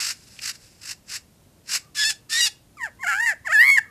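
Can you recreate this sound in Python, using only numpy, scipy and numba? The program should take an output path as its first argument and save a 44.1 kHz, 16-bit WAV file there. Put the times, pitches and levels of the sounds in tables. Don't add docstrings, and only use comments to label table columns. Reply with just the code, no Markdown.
import sys
import numpy as np
from scipy import signal
from scipy.fft import rfft, irfft, next_fast_len
from scipy.io import wavfile
from scipy.ndimage import uniform_filter1d, map_coordinates
from numba import njit

SR = 44100
rng = np.random.default_rng(int(sys.argv[2]) if len(sys.argv) > 2 else 0)


def master_out(mix):
    frames = np.transpose(np.atleast_2d(mix))
    ceiling = np.clip(frames, -1, 1)
    pcm = np.round(ceiling * 32767).astype(np.int16)
    wavfile.write(sys.argv[1], SR, pcm)


def field_ratio(decibels):
    return 10 ** (np.asarray(decibels, dtype=float) / 20)


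N = 171990
BAND_HZ = 14770

# centre_hz, width_hz, gain_db
OPEN_BILL = [(1662, 674, -7.5), (2810, 424, -3.5), (4210, 1840, -4), (5170, 1115, -0.5), (6867, 460, -5),
             (7600, 350, -2), (9670, 1900, -11.5), (12960, 900, -16)]
BREATH_PIPE = OPEN_BILL[:2] + [(3720, 1820, -8.0)] + OPEN_BILL[3:]
# centre_hz, width_hz, gain_db
SHUT_BILL = [(1720, 360, 6.5), (2274, 231, 3), (2620, 390, -8.5), (5100, 390, -12.5), (7130, 960, -4.5),
             (12755, 467, -7.5)]
# centre_hz, width_hz, depth_db
POUCHES = [(3687, 1720, -13), (6030, 1000, -1), (8550, 790, -15)]


def unit(x):
    return x / np.sqrt(np.mean(x ** 2) + 1e-20)


def along(points, hz):
    f, v = np.transpose(points)
    return np.interp(np.log(hz + 1), np.log(f + 1), v)


def curves(rows):
    s, *cols = np.transpose(sorted(rows))
    return [np.interp(np.arange(N) / SR, s, c) for c in cols]


def wobble(rate_hz):
    knots = rng.standard_normal(int(N * rate_hz / SR) + 4)
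    return map_coordinates(knots, [np.arange(N) * rate_hz / SR])


def filtered(x, response):
    m = next_fast_len(N + SR // 2)
    return irfft(rfft(x, m) * response(np.fft.rfftfreq(m, 1 / SR)), m)[:N]


def resonances(f, peaks):
    total = 0
    for k, (centre, width, db) in enumerate(peaks):
        total = total + (-1) ** k * field_ratio(db) * 1j * f * width / (centre ** 2 - f * f + 1j * f * width)
    return total


def notches(f, dips):
    total = 1
    for centre, width, db in dips:
        detune = centre ** 2 - f * f
        total = total * (detune + 1j * f * width * field_ratio(db)) / (detune + 1j * f * width)
    return total


def tube(x, peaks, cut_hz, dips=()):
    smear_s = .0038

    def response(f):
        low_cut = (1j * f / (cut_hz + 1j * f)) ** 4
        lag = np.exp(-1j * np.pi * smear_s * f * f / BAND_HZ)
        return low_cut * lag * resonances(f, peaks) * notches(f, dips)

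    y = filtered(x, response)
    return y / np.sqrt(np.abs(uniform_filter1d(y * y, size=1200)) + 1e-12)


def puffs(phase, r):
    return (1 - r * r) / (1 - 2 * r * np.cos(phase) + r * r) - 1


def breath(slaps_hz):
    phase = 2 * np.pi * np.cumsum(slaps_hz * (1 + 0.39 * wobble(400))) / SR
    gate = (1 + puffs(phase, 0.079)) * field_ratio(0.77 * wobble(150))
    return gate * signal.lfilter([1], [1, -0.23], rng.standard_normal(N))


def recorder_noise():
    # freq_hz, density_db
    spectrum = [(18, -59), (30, -13.5), (102, -7), (315, -16), (417, -20.5), (499, -20.5), (1660, -32.5),
                (8100, -33.5), (13500, -36.5)]
    noise = filtered(rng.standard_normal(N), lambda hz: field_ratio(along(spectrum, hz)))
    return unit(noise) * field_ratio(-56 + 0.17 * wobble(10.46))


def rasps():
    # start_s, end_s, level_db, rise_db
    calls = [
        (-.03, 0.116, -26, -2.5),
        (0.429, 0.505, -25.5, 5.5),
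        (0.555, 0.556, -44, 10),
        (0.823, 0.922, -29, 15.5),
        (1.097, 1.168, -29.5, 9.5),
        (1.693, 1.765, -19.5, 15.5),
    ]
    flutters = [1.5, 3.2, 0, 3.6, 1.2, 2]
    # centre_hz, width_hz, depth_db
    throat_dips = [(710, 1130, -3.5), (3500, 1160, -3.5), (9210, 1600, -3.5)]
    slap_hz, flutter_hz, cut_hz, onset_s, release_s = 900, 52, 300, 0.032, 0.021
    t = np.arange(N) / SR
    shape = np.zeros(N)
    for (start, end, db, rise_db), flutter_db in zip(calls, flutters):
        swell_db = -rise_db * np.clip((end - .02 - t) / (end - start), 0, 1)
        throat_db = flutter_db * (np.cos(2 * np.pi * flutter_hz * (t - end + 0.0077)) - 1)
        edge_db = -20 * (np.maximum(start - t, 0) / onset_s + np.maximum(t - end, 0) / release_s)
        shape += field_ratio(db + swell_db + throat_db + np.maximum(edge_db, -200))
    return shape * tube(breath(slap_hz), BREATH_PIPE, cut_hz, throat_dips)


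def plumes():
    # time_s, level_db
    rustle = [(0, -47), (.2, -55.5), (.31, -51), (.4, -51), (.53, -63), (.64, -52.5), (.8, -62), (1.1, -98)]
    level_db, = curves(rustle)
    grains = rng.standard_normal(N) * field_ratio(1.4 * wobble(900) + 5.5 * wobble(54.4))
    return field_ratio(level_db) * tube(grains, BREATH_PIPE, 600)


def trees(x):
    # freq_hz, t60_s
    decay = [(800, 0.29), (5000, 0.23), (12000, 0.21)]
    level_db, delay_s = -20.5, 0.014
    hz, t, z = signal.stft(rng.standard_normal(SR // 2), SR, nperseg=256)
    tail = signal.istft(z * field_ratio(-60 * t / along(decay, hz)[:, None]), SR, nperseg=256)[1]
    late = np.pad(x, (int(delay_s * SR), 0))
    return field_ratio(level_db) * signal.fftconvolve(late, tail / np.linalg.norm(tail))[:N]


def twig_ticks():
    # time_s, peak_db
    ticks = [
        (0.364, -45),
        (0.39, -27),
    ]
    # centre_hz, width_hz, gain_db
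    wood = [(2570, 500, 10.5), (5270, 3300, -7)]
    t60_s, attack_s = 0.039, 0.00077
    t = np.arange(260) / SR
    blows = np.zeros(N)
    for s, db in ticks:
        decay = field_ratio(db - 5.5 - 60 * t / t60_s)
        blows[round(s * SR):][:260] += decay * np.minimum(t / attack_s, 1) * rng.standard_normal(260)
    return 2 * filtered(blows, lambda f: resonances(f, wood))


def far_bird():
    # centre_s, half_length_s, pitch_hz, level_db
    murmurs = [
        (1.86, 0.051, 1193, -61),
        (3.875, 0.045, 1260, -54.5),
    ]
    t = np.arange(N) / SR
    out = np.zeros(N)
    for s, half_s, hz, db in murmurs:
        swell = field_ratio(db + 2.9 * wobble(62)) * np.exp(-((t - s) / half_s) ** 2)
        out += swell * np.sin(2 * np.pi * hz * t + 2.0 * wobble(120))
    return out


@njit
def slip(gap_hz, lock_hz, rate):
    out = np.zeros(len(gap_hz))
    for i in range(1, len(out)):
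        out[i] = out[i - 1] + 2 * np.pi * (gap_hz[i] - lock_hz * np.sin(out[i - 1])) / rate
    return out


def valve(phase, pull, low, coupling):
    low_bright, high_bright, high_db = 0.88, 0.62, 9.5
    lower = puffs(phase, low_bright)
    upper = puffs(2 * phase + pull, high_bright)
    overtones = lower - 2 * low_bright * np.cos(phase)
    return low * overtones + (1 - low) * (field_ratio(high_db) + coupling * lower) * upper


def frayed_flow(phase, pull, low, coupling):
    # time_s, jitter_rad
    fray = [(1.95, .1), (2.01, .03), (2.09, .04), (2.33, .1), (2.38, .03), (2.46, .05), (2.77, .15),
            (3.19, .13), (3.205, .03), (3.25, .035), (3.265, .13), (3.53, .12), (3.56, .07), (3.61, .04),
            (3.63, .09), (3.705, .08), (3.72, .012), (3.76, .02), (3.78, .13)]
    fray_hz = 5300
    clean = valve(phase, pull, low, coupling)
    ragged = valve(phase + curves(fray)[0] * wobble(1600), pull, low, coupling)
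    return clean + filtered(ragged - clean, lambda f: 1 - 1 / (1 + (f / fray_hz) ** 10))


def stretched_throat(flow, cut_hz):
    long_pipe = SHUT_BILL[:3] + [(4840, 430, -7.5), (7940, 340, -14), (11240, 870, -9.5),
                 (13235, 1020, -8.5)]
    return tube(flow, long_pipe, cut_hz, POUCHES)


def whistle_throat(flow):
    # time_s, stretch_0_1
    neck = [(2.76, 0.33), (3.05, 0.05), (3.2, 0.2), (3.3, 0.18), (3.54, 0.25), (3.585, 0.92), (3.69, 0.79),
            (3.72, 0.48), (3.79, 0.34)]
    cut_hz = 374
    stretch = np.clip(curves(neck)[0], 0, 1)
    relaxed = tube(flow, SHUT_BILL, cut_hz, POUCHES)
    return (1 - stretch) * relaxed + stretch * stretched_throat(flow, cut_hz)


def song():
    # time_s, pitch_hz, level_db
    squawk_a = [(1.944, 1229, -41), (1.965, 1211, -33), (1.99, 1113, -22.5), (2.035, 945.6, -19),
                (2.05, 853, -19), (2.08, 896.4, -22), (2.105, 853, -22.5), (2.122, 810, -35.5),
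                (2.14, 760, -45)]
    squawk_b = [(2.285, 1287, -70), (2.298, 1279, -38), (2.33, 1249, -23), (2.366, 1165, -21),
                (2.401, 1081, -19.5)]
    quaver_b = [(2.407, 959, -18.5), (2.426, 937, -16.5), (2.44, 962.4, -17.5), (2.454, 941.5, -20),
                (2.474, 855, -20.5), (2.488, 820, -37), (2.502, 805, -68)]
    fall = [(2.763, 1262, -98), (2.771, 1267, -45.5), (2.791, 1126, -47.5), (2.815, 1008, -32),
            (2.841, 909, -25.5), (2.863, 827, -29.5), (2.875, 692, -40.5), (2.889, 581, -45.5),
            (2.902, 479, -76)]
    dip_a = [(2.987, 1037, -49), (3.005, 1052, -46.5), (3.027, 1095, -35.5), (3.037, 907, -24.5),
             (3.046, 723, -29.5), (3.066, 683, -25), (3.086, 876, -19.5), (3.132, 756.6, -21.5),
             (3.172, 815.6, -25)]
    arch_a = [(3.193, 867, -22), (3.215, 926, -20.5), (3.236, 935.4, -20), (3.247, 964, -23.5),
              (3.268, 927, -19), (3.297, 860.6, -17), (3.32, 767, -25), (3.338, 608.4, -38),
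              (3.351, 569, -101)]
    dip_b = [(3.439, 995, -59), (3.457, 1107, -34), (3.472, 900, -24), (3.489, 630, -30.5),
             (3.5, 618, -26.5), (3.519, 704, -17.5), (3.535, 917, -18.5), (3.557, 856, -12.5),
             (3.575, 841, -14.5)]
    arch_b = [(3.613, 955, -9), (3.661, 1119, -17), (3.704, 1108, -10), (3.714, 1105, -13.5),
              (3.746, 1094, -15.5), (3.76, 1069, -19.5), (3.787, 900, -10.5), (3.8, 850, -34),
              (3.803, 740, -62)]
    # time_s, gap_from_octave_hz, low_share_0_1, roughness_0_1
    squawk_pull = [(1.95, -700, .2, .95), (1.975, -620, .3, .5), (1.99, -540, .25, .2),
                   (2.012, -314, .2, .05), (2.03, -235, .2, .04), (2.038, -160, .3, .03),
                   (2.05, 0, .7, .015), (2.093, 0, .7, .03), (2.105, 0, .6, .7), (2.3, -800, .2, .95),
                   (2.335, -680, .25, .3), (2.365, -480, .25, .1), (2.39, -270, .25, .04),
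                   (2.401, -230, .3, .04), (2.408, 0, .3, .03), (2.413, 0, .7, .02), (2.445, 0, .7, .03),
                   (2.47, 0, .6, .45)]
    fall_pull = [(2.78, 0, .6, .02), (2.79, -230, .6, .04), (2.82, -110, .6, .04), (2.835, 0, .6, .04),
                 (2.845, -120, .6, .06), (2.87, -150, .6, .25)]
    whistle_a_pull = [(3.015, 0, .6, .1), (3.03, -200, .6, .2), (3.045, 0, .6, .08), (3.065, 0, .6, .08),
                      (3.09, -290, .6, .12), (3.125, -210, .3, .15), (3.155, -110, .6, .15),
                      (3.195, -80, .6, .1), (3.205, 0, .6, .02), (3.25, 0, .6, .02), (3.275, 260, .9, .08),
                      (3.33, 300, .6, .3)]
    whistle_b_pull = [(3.45, -250, .6, .3), (3.48, 0, .6, .1), (3.545, 0, .6, .01), (3.612, 0, .6, .01),
                      (3.622, -115, .6, .02), (3.655, -160, .6, .03), (3.672, -100, .6, .03),
                      (3.707, -90, .6, .03), (3.714, 0, .6, .01), (3.755, 0, .6, .01),
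                      (3.775, -110, .6, .05), (3.795, -150, .6, .15)]
    lock_hz, lead_rad, jitter, open_cut_hz = 70, 1.2, .004, 910
    t = np.arange(N) / SR
    whistling = t > 2.65

    notes = [squawk_a, squawk_b + quaver_b, fall, dip_a + arch_a, dip_b + arch_b]
    low_hz, level_db = curves(sum(notes, []))
    gap_hz, low, rough = curves(squawk_pull + fall_pull + whistle_a_pull + whistle_b_pull)
    low_hz, gap_hz = uniform_filter1d([low_hz, gap_hz], size=300)
    unsteady = jitter * (wobble(60) + 4 * rough * wobble(300))
    phase = 2 * np.pi * np.cumsum(low_hz * (1 + unsteady)) / SR
    pull = slip(np.sign(gap_hz) * np.hypot(gap_hz, lock_hz), lock_hz, SR) + lead_rad
    flow = frayed_flow(phase, pull, low, np.where(whistling, .6, .25))
    tone = np.where(whistling, whistle_throat(flow), tube(flow, OPEN_BILL, open_cut_hz))

    air = breath(low_hz)
    whistle_hiss = field_ratio(-15) * tube(air, BREATH_PIPE, open_cut_hz, POUCHES)
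    squawk_hiss = field_ratio(2) * tube(air, BREATH_PIPE, open_cut_hz)
    hiss = np.where(whistling, whistle_hiss, squawk_hiss)

    chest_db = np.minimum(level_db - 3, np.where(whistling, -40.5, -54.5))
    chest = field_ratio(chest_db + 1.9 * wobble(48)) * np.sqrt(2) * np.sin(phase)
    sounding = sum(np.clip(np.minimum(t - n[0][0], n[-1][0] - t) / .01, 0, 1) for n in notes)
    voiced = np.sqrt(1 - rough) * tone + np.sqrt(rough) * hiss
    return sounding * (field_ratio(level_db) * voiced + chest)


def scene():
    bird = rasps() + plumes() + twig_ticks() + song()
    return (bird + trees(bird) + recorder_noise() + far_bird())[None]


def low_pass(x):
    return signal.sosfilt(signal.butter(12, 14770, fs=SR, output="sos"), x)


def record(dry):
    top_hz = 14900
    mix = filtered(dry[0], lambda hz: (hz < BAND_HZ) / (1 + (hz / top_hz) ** 60))
    return low_pass(mix[None])


dry = scene()
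out = record(dry)
master_out(out)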